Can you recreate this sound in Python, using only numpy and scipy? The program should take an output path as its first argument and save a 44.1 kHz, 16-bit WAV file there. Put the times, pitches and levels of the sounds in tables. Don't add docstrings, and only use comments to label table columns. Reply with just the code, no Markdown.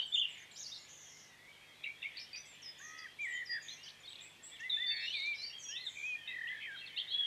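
import sys
import numpy as np
from scipy import signal
from scipy.fft import rfft, irfft, next_fast_len
from scipy.io import wavfile
from scipy.ndimage import uniform_filter1d, map_coordinates

SR = 44100
rng = np.random.default_rng(int(sys.argv[2]) if len(sys.argv) > 2 else 0)


def dump(signal):
    limited = np.clip(np.atleast_2d(signal).T, -1, 1)
    pcm = np.round(limited * 32767).astype(np.int16)
    wavfile.write(sys.argv[1], SR, pcm)


def volts_from_decibels(level):
    exponent = np.asarray(level, float) / 20
    return 10 ** exponent


N = 320166

# [t/s, f/Hz, level/dB]
FREE_WHISTLES = [
    [(0, 3143, -27), (0.008, 2858, -43.5), (0.035, 3193, -42.5), (0.058, 3080, -51.5), (0.066, 2820, -52)],
    [(0.119, 3350, -43), (0.138, 3643, -32), (0.152, 3536, -30), (0.162, 2820, -36.5), (0.174, 2834, -33),
     (0.198, 3480, -32.5), (0.214, 3520, -41.5), (0.223, 2853, -29.5), (0.232, 2820, -37.5),
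     (0.258, 2880, -39)],
    [(1.29, 1960, -67.5), (1.37, 1895, -72), (1.46, 1994, -63.5), (1.485, 2286, -59), (1.635, 2248, -71.5)],
    [(3.683, 3100, -51), (3.687, 3800, -41), (3.69, 3620, -58), (3.694, 3920, -41), (3.7, 3030, -52),
     (3.706, 4070, -48.5), (3.74, 4220, -57)],
    [(3.86, 2960, -56), (3.876, 3250, -52), (3.883, 2830, -48.5), (3.898, 4820, -58)],
    [(4.001, 6970, -65), (4.024, 7000, -70), (4.035, 5270, -72), (4.05, 6280, -73)],
    [(4.518, 3360, -57), (4.54, 3560, -54), (4.555, 3420, -56), (4.574, 2700, -57)],
    [(4.696, 3990, -43.5), (4.705, 3700, -34.5), (4.722, 3548, -35.5), (4.85, 3520, -34.5),
     (4.91, 3570, -43.5), (4.95, 3580, -53)],
    [(4.73, 2040, -64.5), (4.75, 2580, -62), (4.795, 2780, -61)],
    [(4.866, 4500, -48.5), (4.89, 4550, -42.5), (5.088, 4210, -52.5)],
    [(4.982, 2530, -57), (5.03, 2670, -46.5), (5.056, 2650, -47.5), (5.075, 2846, -41),
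     (5.111, 3030, -47.5), (5.16, 3800, -39.5)],
    [(5.17, 3640, -48), (5.22, 3780, -43.5), (5.29, 3570, -58), (5.365, 3790, -56)],
    [(5.37, 4020, -61), (5.41, 4050, -50), (5.452, 4680, -41), (5.5, 4570, -58)],
    [(5.59, 6660, -56.5), (5.635, 5780, -55.5), (5.692, 5810, -49), (5.732, 5070, -58.5),
     (5.759, 5850, -58)],
    [(5.681, 2567, -61), (5.735, 2970, -48.5), (5.775, 3730, -42), (5.8, 4170, -62), (5.825, 4220, -46.5),
     (5.85, 4065, -54), (5.875, 3570, -37.5), (5.897, 2940, -65)],
    [(6.276, 3560, -39.5), (6.288, 3810, -48.5), (6.33, 3700, -59)],
    [(6.972, 2686, -40.5), (6.99, 3286, -37.5), (7.029, 3590, -60)],
    [(7.106, 3010, -45.5), (7.125, 3324, -33), (7.16, 3364, -41.5), (7.259, 3294, -32.5)],
]
# [start t/s, length/s, from f/Hz, to f/Hz, start level/dB]
SINKING_SLURS = [(0, 0.044, 3850, 3530, -50.5), (0.016, 0.032, 4430, 4570, -57),
                 (0.611, 0.0083, 3400, 4320, -48.5), (2.17, 0.017, 4760, 4330, -45),
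                 (2.265, 0.074, 3120, 2900, -65), (2.331, 0.042, 4620, 4910, -48),
                 (2.982, 0.027, 4750, 4910, -55.5), (3.719, 0.025, 3500, 3300, -52.5),
                 (3.838, 0.014, 4700, 4820, -53.5), (4.218, 0.0056, 3780, 3400, -50),
                 (4.594, 0.019, 2650, 2810, -53.5), (4.633, 0.022, 2820, 2530, -53),
                 (4.908, 0.017, 2620, 2630, -46), (5.464, .04, 5630, 5570, -57),
                 (5.628, 0.097, 6490, 6600, -54), (5.754, 0.034, 2780, 2600, -48),
                 (6.069, 0.041, 3260, 3050, -55), (6.9, 0.013, 3230, 2920, -55),
                 (6.275, 0.054, 2720, 2540, -49)]
# [start t/s, length/s, from f/Hz, to f/Hz, end level/dB]
SWELLING_SLURS = [(0.511, 0.0075, 3200, 4470, -53.5), (0.561, 0.0102, 3010, 4080, -54.5),
                  (.718, .018, 3520, 3890, -46.5), (1.056, 0.035, 3260, 3230, -63),
                  (1.599, 0.13, 3236, 3220, -68.5), (2.162, 0.023, 3668, 4360, -52.5),
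                  (3.02, 0.026, 3410, 3280, -59), (3.776, 0.079, 2680, 2980, -60.5),
                  (3.832, 0.0086, 5600, 5500, -54), (3.9, 0.0085, 2750, 4730, -51),
                  (5.33, 0.0105, 2580, 3300, -53.5), (5.531, 0.058, 3275, 3215, -52.5),
                  (5.65, 0.091, 3350, 3090, -53), (6.151, 0.18, 1833, 1830, -60.5),
                  (6.18, 0.092, 3280, 2990, -57.5), (6.474, 0.018, 2690, 3380, -46),
                  (6.609, 0.046, 2990, 3180, -53.5), (6.731, 0.09, 3160, 3240, -55),
                  (6.763, 0.031, 4030, 3530, -54.5), (6.783, 0.03, 4030, 4290, -59),
                  (6.81, 0.05, 2780, 2604, -51.5), (6.864, 0.022, 4410, 3110, -50.5),
                  (6.963, .022, 3520, 4460, -44), (7.075, 0.047, 3590, 4330, -47.5),
                  (7.106, 0.053, 3630, 4060, -52.5)]
# [start t/s, length/s, edge f/Hz, turn f/Hz, turn level/dB]
PITCH_BENDS = [(1.835, 0.013, 3290, 3790, -49.5), (2.02, 0.019, 3200, 3740, -49),
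               (3.315, 0.079, 2950, 3113, -57), (4.034, 0.042, 3067, 3560, -57.5),
               (4.244, .045, 2270, 2580, -60.5), (5.501, 0.044, 2700, 2850, -55.5),
               (6.999, 0.014, 3300, 3720, -41.5)]
# [start t/s, from f/Hz, held f/Hz, settling time/s, peak level/dB]
STEEP_FALLS = [(2.452, 8000, 6950, 0.07, -59.5), (2.62, 6500, 5100, 0.0095, -47.5),
               (3.285, 8260, 6580, 0.044, -55.5), (3.455, 6040, 4836, 0.0062, -44.5)]
# [t after start/s, ratio to base pitch, level over base/dB]
CHIRP_SHAPE = [(0, 0.75, -21), (0.0117, 1.28, 4.5), (.021, .84, -15), (.029, .99, 0.8), (0.058, 1.03, -7.5)]
# [start t/s, base f/Hz, base level/dB]
CHIRP_CALLS = [(1.834, 2230, -41.5), (2.019, 2243, -40)]
# [start t/s, low note/s, low f/Hz, high f/Hz, low level/dB]
WHIPPED_HOOKS = [(2.178, 0.009, 2400, 5140, -48), (2.331, 0.022, 2480, 5840, -47.5)]
# [start t/s, length/s, mean edge f/Hz, floor f/Hz, level at the throat resonance/dB]
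TWITTER_STROKES = [(4.053, .015, 4900, 4350, -46), (4.075, .023, 4600, 3750, -48),
                   (4.103, .024, 4350, 3200, -47), (4.131, .0285, 4350, 2850, -46),
                   (4.1615, .029, 4300, 2450, -46), (4.1925, .022, 4200, 3380, -50)]
# [start t/s, end t/s, start f/Hz, end f/Hz, start level/dB]
RIPPLED_NOTES = [(0.058, 0.12, 7820, 7530, -64.5), (0.138, 0.202, 7090, 6720, -57.5),
                 (0.289, 0.358, 7580, 7240, -64), (0.375, 0.447, 6600, 6480, -63.5),
                 (0.513, 0.612, 7230, 7170, -62.5), (0.78, 0.865, 6860, 6970, -64.5)]
# [t/s, centre f/Hz, level/dB, pitch swing/Hz]
LOW_WARBLES = [
    [(2.797, 1510, -57, 12), (2.825, 1866, -53, 34), (2.9, 1902, -55.5, 65), (3.035, 1977, -54, 75),
     (3.056, 1970, -45, 10), (3.074, 1550, -51, 10)],
    [(3.19, 2240, -45, 19), (3.205, 2420, -42, 14), (3.243, 2315, -38, 12), (3.272, 1906, -42.5, 63),
     (3.414, 1984, -42, 55), (3.439, 1850, -45.5, 100)],
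    [(3.494, 1936, -43, 40), (3.56, 1835, -40, 90), (3.595, 1710, -47, 160)],
    [(4.88, 1870, -49.5, 130), (4.936, 2022, -46, 272), (5.069, 2106, -46, 346)],
    [(5.941, 2400, -72, 150), (5.968, 2382, -47, 80), (6.03, 2337, -46, 60)],
    [(6.275, 2130, -55, 32), (6.3, 2045, -47, 31), (6.41, 1858, -44, 130), (6.47, 1892, -42.5, 61),
     (6.5, 1986, -41.5, 23.2), (6.539, 2060, -46, 35)],
    [(6.495, 1788, -48.5, 60), (6.596, 1730, -50, 59.6)],
    [(6.6, 2285, -61, 300), (6.621, 2410, -46.5, 234), (6.669, 2196, -44.5, 220)],
]
# [swings per second/Hz, level flutter 0-1]
WARBLE_SWINGS = [(73.9, 1), (76.8, 0.19), (69.5, 0), (101, 0), (74, 1), (39.9, 0.34), (47.3, 0.76),
                 (68.5, 0)]
# [t/s, f/Hz, level/dB]
FLUTED_NOTES = [
    [(2.801, 1055, -68), (2.84, 1235, -65), (3.019, 1291, -60.5), (3.058, 1230, -63)],
    [(4.602, 1740, -49.5), (4.663, 2070, -42.5), (4.698, 1950, -55)],
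    [(4.771, 1730, -46.5), (4.84, 2077, -42.5), (4.879, 1844, -55)],
    [(5.141, 2470, -39.5), (5.2, 2126, -47.5), (5.285, 2400, -36.5), (5.33, 2330, -39), (5.359, 2170, -47)],
    [(5.69, 1600, -61.5), (5.75, 1907, -56), (5.81, 2044, -57), (5.853, 1943, -58.5), (5.889, 1405, -66)],
    [(6.031, 2350, -40), (6.072, 2556, -41), (6.16, 2408, -41)],
    [(6.671, 1944, -44.5), (6.709, 1570, -48.5), (6.75, 1654, -48.5), (6.769, 1300, -56.5)],
]
# [first f/Hz, level/dB relative to the tone]
FLUTE_OCTAVE = [(1100, -4.5), (1500, -38)]
# [t/s, centre f/Hz, level/dB, nominal swing/Hz]
SHAPED_WHEEZES = [
    [(0.558, 4620, -50.5, 500), (0.588, 6210, -50, 403), (0.622, 6450, -49, 300), (0.65, 4540, -53, 250),
     (0.668, 4550, -47, 250), (0.68, 5460, -53, 400), (0.72, 5140, -55, 600)],
    [(0.88, 6350, -58.5, 605), (0.944, 6630, -59, 318), (1.184, 5960, -60.5, 750), (1.299, 5950, -69, 484)],
    [(5.11, 4140, -50, 200), (5.19, 4134, -46.5, 220), (5.26, 3975, -50, 250), (5.33, 3970, -64, 302)],
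]
# [start t/s, length/s, from f/Hz, to f/Hz, start level/dB, nominal swing/Hz]
WHEEZY_SLIDES = [(0.256, .185, 2558, 1985, -61.5, 265), (0.745, 0.051, 5250, 5360, -58.5, 300),
                 (0.74, .04, 4250, 3930, -51.5, 400), (2.195, 0.054, 5300, 5200, -58, 346),
                 (2.977, 0.023, 5470, 5200, -56.5, 700), (3.211, 0.054, 6320, 7940, -65, 505),
                 (3.843, 0.044, 5180, 5340, -58, 770), (5.346, 0.105, 5250, 5040, -56.5, 350),
                 (4.085, 0.052, 7800, 7850, -67.5, 120), (4.96, .14, 3620, 3735, -50, 168),
                 (4.999, 0.12, 5020, 5830, -62, 246), (5.582, 0.064, 7150, 7250, -65, 600),
                 (5.848, 0.26, 7590, 6100, -64.5, 610)]
# [t/s, level/dB]
SCRATCHY_TICKS = [(5.195, -59), (5.258, -59), (5.415, -59), (4.6, -58.5), (2.455, -60)]
# [start t/s, time to reach/s, from f/Hz, reached f/Hz, level there/dB, nominal swing there/Hz]
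SHORT_ZIPS = [(2.784, .1, 6820, 6030, -56.5, 330), (3.62, 0.12, 6840, 6000, -57, 337),
              (4.21, .035, 7300, 7770, -57, 200), (4.431, 0.036, 7500, 7840, -52, 180)]
# [t/s, level/dB]
CHORUS_LEVEL = [(0, -58.5), (.6, -62.5), (1.3, -65.5), (2.2, -58.5), (3, -60.5), (4.4, -61), (5.2, -59),
                (6.2, -61.5), (7.26, -53.5)]
# [f/Hz, relative level/dB]
CHORUS_RANGE = [(1400, -11), (1800, 5), (2100, 9.5), (2700, 5.5), (3400, 10.5), (4000, 1), (4700, -7),
                (6000, -39)]
# [f/Hz, relative density/dB per Hz]
HISS_SPECTRUM = [(20, -14.5), (40, -6), (250, -2), (700, -3), (1400, -5.5), (4000, -7.5), (10000, -17),
                 (14100, -21.5), (14800, -44)]
# [f/Hz, mean level/dB rms]
MAINS_HUM = [(100, -81), (150, -79.5)]
# [f/Hz, t60/s]
WOOD_DECAY = [(1500, 0.5), (4000, 0.47), (8000, 0.34)]
# [whistlers level/dB, low singer level/dB, buzzers level/dB]
ECHO_SEND = (-10, -10.5, -2.5)


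def whistles():
    leafy, open_perch = np.zeros(N), np.zeros(N)
    for note in whistled_notes():
        exposed = 3.66 < note[0][0] < 4.6
        track = open_perch if exposed else leafy
        sing(track, note, fade_s=.002, overtone_db=-44, round_s=.004, shake=None if exposed else broken)
    return branches(leafy) + open_perch


def whistled_notes():
    notes = list(FREE_WHISTLES)
    for s, length, start_hz, end_hz, db in SINKING_SLURS:
        notes.append([(s, start_hz, db), (s + length, end_hz, db - 3.5)])
    for s, length, start_hz, end_hz, db in SWELLING_SLURS:
        notes.append([(s, start_hz, db - 0.5), (s + length, end_hz, db)])

    u = np.linspace(0, 1, num=7)
    from_turn = 2 * u - 1
    for s, length, edge, turn, db in PITCH_BENDS:
        hz = turn + (edge - turn) * abs(from_turn) ** 3.2
        notes.append(np.transpose([s + length * u, hz, db + 0.5 * from_turn ** 2]))

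    fall_s, peak_s = 0.135, 0.062
    t = fall_s * u ** 2
    fall_db = np.interp(t, [0, peak_s, fall_s], [-9.5, 0, -28])
    for s, start_hz, held, settle_s, db in STEEP_FALLS:
        hz = held + (start_hz - held) * np.exp(-t / settle_s)
        notes.append(np.transpose([s + t, hz, db + fall_db]))

    for s, hz, db in CHIRP_CALLS:
        notes.append([(s + dt, hz * ratio, db + rel) for dt, ratio, rel in CHIRP_SHAPE])

    whip_s, hold_s = 0.0096, 0.057
    for s, low_s, low, high, db in WHIPPED_HOOKS:
        whip = s + low_s
        top = whip + whip_s
        notes.append([(s, low, db - 6), (whip, low, db),
                      (whip + whip_s / 2, (low + high) / 2, db - 5),
                      (top, high, db - 3), (top + hold_s, high * 1.04, db - 13)])
    return notes


def broken(t, swing):
    brief = min(1, 0.0633 / t[-1])
    bend_hz = 50 * brief * wobble(154.0, count=len(t))
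    return bend_hz, unit(1 + .4 * wobble(70 + 250 * brief, count=len(t)))


def branches(x, count=7):
    out = x.copy()
    for u in rng.random(count):
        out = add(out, volts_from_decibels(-9 - 8 * u) * x, round((.004 + .036 * u) * SR))
    return out


def twitter():
    throat_hz, loss_db_per_khz = 3750, 15
    track, u = np.zeros(N), np.linspace(-1, 1, num=41)
    for s, length, edge, low, db in TWITTER_STROKES:
        hz = low + (edge - low) * (abs(u) ** 4.5 + 0.13 * u)
        level_db = db - loss_db_per_khz * abs(hz - throat_hz) / 1000
        rows = np.transpose([s + length * (u + 1) / 2, hz, level_db])
        sing(track, rows, fade_s=.0006, overtone_db=-44, round_s=.0005, shake=broken)
    return track


def ripples():
    swing_hz, calm_s, rate_hz = 555, 0.11, 29.2

    def ripple(t, swing):
        return -swing_hz * np.exp(-t / calm_s) * np.cos(2 * np.pi * rate_hz * t), 1

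    track = np.zeros(N)
    for start, end, hz, end_hz, db in RIPPLED_NOTES:
        rows = [(start, hz, db), (end, end_hz, db + 0.5)]
        sing(track, rows, fade_s=0.0069, overtone_db=-58, shake=ripple)
    return track


def warbles():
    track = np.zeros(N)
    for note, (rate, depth) in zip(LOW_WARBLES, WARBLE_SWINGS):
        def beat(t, swing):
            turn = 2 * np.pi * rate * t + .25 * wobble(40, count=len(t))
            flutter = np.clip(depth * swing / swing.mean(), 0, 1)
            return swing * np.sin(turn), unit(1 + flutter * np.cos(turn))
        sing(track, note, fade_s=0.0073, overtone_db=-57, shake=beat)
    return track


def flutes():
    track = np.zeros(N)
    for note in FLUTED_NOTES:
        sing(track, note, fade_s=.004, overtone_db=along(FLUTE_OCTAVE, note[0][1]), round_s=.03)
    return track


def buzzes():
    def trill(t, swing):
        count = len(t)
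        turn = 2 * np.pi * np.cumsum(280 * (1 + 0.2 * wobble(80, count))) / SR
        sweep = np.tanh(0.81 * np.sin(turn) + 0.557 * wobble(400, count))
        flutter = unit(1 + 0.45 * np.cos(turn) + 0.36 * wobble(259.0, count))
        return 1.4 * swing * sweep, flutter

    track = np.zeros(N)
    for note in buzzed_notes():
        sing(track, note, fade_s=0.0099, overtone_db=-27.5, round_s=0.0072, shake=trill)
    return track


def buzzed_notes():
    notes = list(SHAPED_WHEEZES)
    for s, length, start_hz, end_hz, db, swing in WHEEZY_SLIDES:
        notes.append([(s, start_hz, db, swing), (s + length, end_hz, db + 2, swing)])
    for s, db in SCRATCHY_TICKS:
        notes.append([(s, 5500, db, 700), (s + 0.0127, 6500, db, 700)])
    widens = 1.45
    for s, reach_s, start_hz, hz, db, swing in SHORT_ZIPS:
        reached = s + reach_s
        notes.append([(s, start_hz, db - 3, swing / widens), (reached, hz, db, swing),
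                      (reached + 0.051, hz, db - 14.5, swing * widens)])
    return notes


def far_chorus(count=1400):
    track = np.zeros(N)
    for when, pitch, size, slope in rng.random((count, 4)):
        s, hz = when * N / SR, 1400 * 4 ** pitch
        length, db = .015 + .05 * size, 5 * size
        end_hz = hz * (1 + 0.295 * (slope - .5))
        sing(track, [(s, hz, db), (s + length, end_hz, db)], fade_s=.01, overtone_db=-70, shake=broken)
    track = coloured(track, CHORUS_RANGE)
    haze = unit(volts_from_decibels(-18.0) * track + wood(track, piece_s=.3, gap_s=.02))
    s, level_db = np.transpose(CHORUS_LEVEL)
    return haze * volts_from_decibels(np.interp(np.arange(N) / SR, s, level_db))


def floor():
    t = np.arange(N) / SR
    hum = np.zeros(N)
    for hz, db in MAINS_HUM:
        level = np.sqrt(2) * volts_from_decibels(db + 0.6 * wobble(2.3, count=N))
        hum += level * np.sin(2 * np.pi * (hz * t + rng.random()))
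    hiss = unit(coloured(rng.standard_normal(N), [(10, -120)] + HISS_SPECTRUM))
    return hum + volts_from_decibels(-65) * hiss


def wood(x, piece_s, gap_s):
    out, step = np.zeros(N), round(piece_s * SR)
    window = np.hanning(2 * step + 1)[:-1]
    padded = np.pad(x, (step, 2 * step))
    for start in range(0, N + step, step):
        hz, t, z = signal.stft(rng.standard_normal(SR // 2), SR, nperseg=256)
        decay = volts_from_decibels(-60 * t / along(WOOD_DECAY, hz)[:, None])
        tail = signal.istft(z * decay, SR, nperseg=256)[1]
        piece = padded[start:start + 2 * step] * window
        wet = signal.fftconvolve(piece, tail / np.linalg.norm(tail))
        out = add(out, wet, start - step + round(gap_s * SR))
    return out


def sing(track, rows, fade_s, overtone_db, round_s=0.01, shake=None):
    s, hz, db, *swing = np.transpose(rows)
    t = np.arange(s[0] - fade_s, s[-1] + fade_s, 1 / SR)
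    pitch = uniform_filter1d(np.interp(t, s, hz), round(round_s * SR), mode="nearest")
    to_end = np.minimum(t - t[0], t[-1] - t)
    fade = np.sin(np.pi / 2 * np.clip(to_end / (2 * fade_s), 0, 1)) ** 2
    gain = volts_from_decibels(np.interp(t, s, db)) * fade
    if shake:
        bend, flutter = shake(t - t[0], np.interp(t, s, swing[0]) if swing else 0)
        pitch, gain = pitch + bend, gain * flutter
    phase = 2 * np.pi * (np.cumsum(pitch) / SR + rng.random())
    tone = np.sqrt(2) * gain * (np.sin(phase) + volts_from_decibels(overtone_db) * np.sin(2 * phase))
    return add(track, tone, round(t[0] * SR))


def add(track, sound, start):
    a, b = max(start, 0), min(start + len(sound), N)
    track[a:b] += sound[a - start:b - start]
    return track


def unit(x):
    return x / np.sqrt(np.mean(x ** 2) + 1e-20)


def along(points, hz):
    f, v = np.transpose(points)
    return np.interp(np.log(hz + 1), np.log(f + 1), v)


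def coloured(x, spectrum):
    m = next_fast_len(len(x) + 8192)
    gain = volts_from_decibels(along(spectrum, np.fft.rfftfreq(m, 1 / SR)))
    return irfft(rfft(x, m) * gain, m)[:len(x)]


def wobble(rate, count):
    knots = rng.standard_normal(count // 40 + 8)
    return map_coordinates(knots, [np.arange(count) * rate / SR])


def scene():
    clear = whistles() + twitter() + ripples()
    near, rough = warbles() + flutes(), buzzes()
    sent = volts_from_decibels(np.array(ECHO_SEND)) @ [clear, near, rough]
    echo = wood(sent, piece_s=.12, gap_s=.004)
    mono = clear + near + rough + echo + far_chorus() + floor()
    return np.array([mono, mono])


def low_pass(x):
    return signal.sosfilt(signal.butter(12, 15380, fs=SR, output="sos"), x)


def record(dry):
    return low_pass(dry)


dry = scene()
out = record(dry)
dump(out)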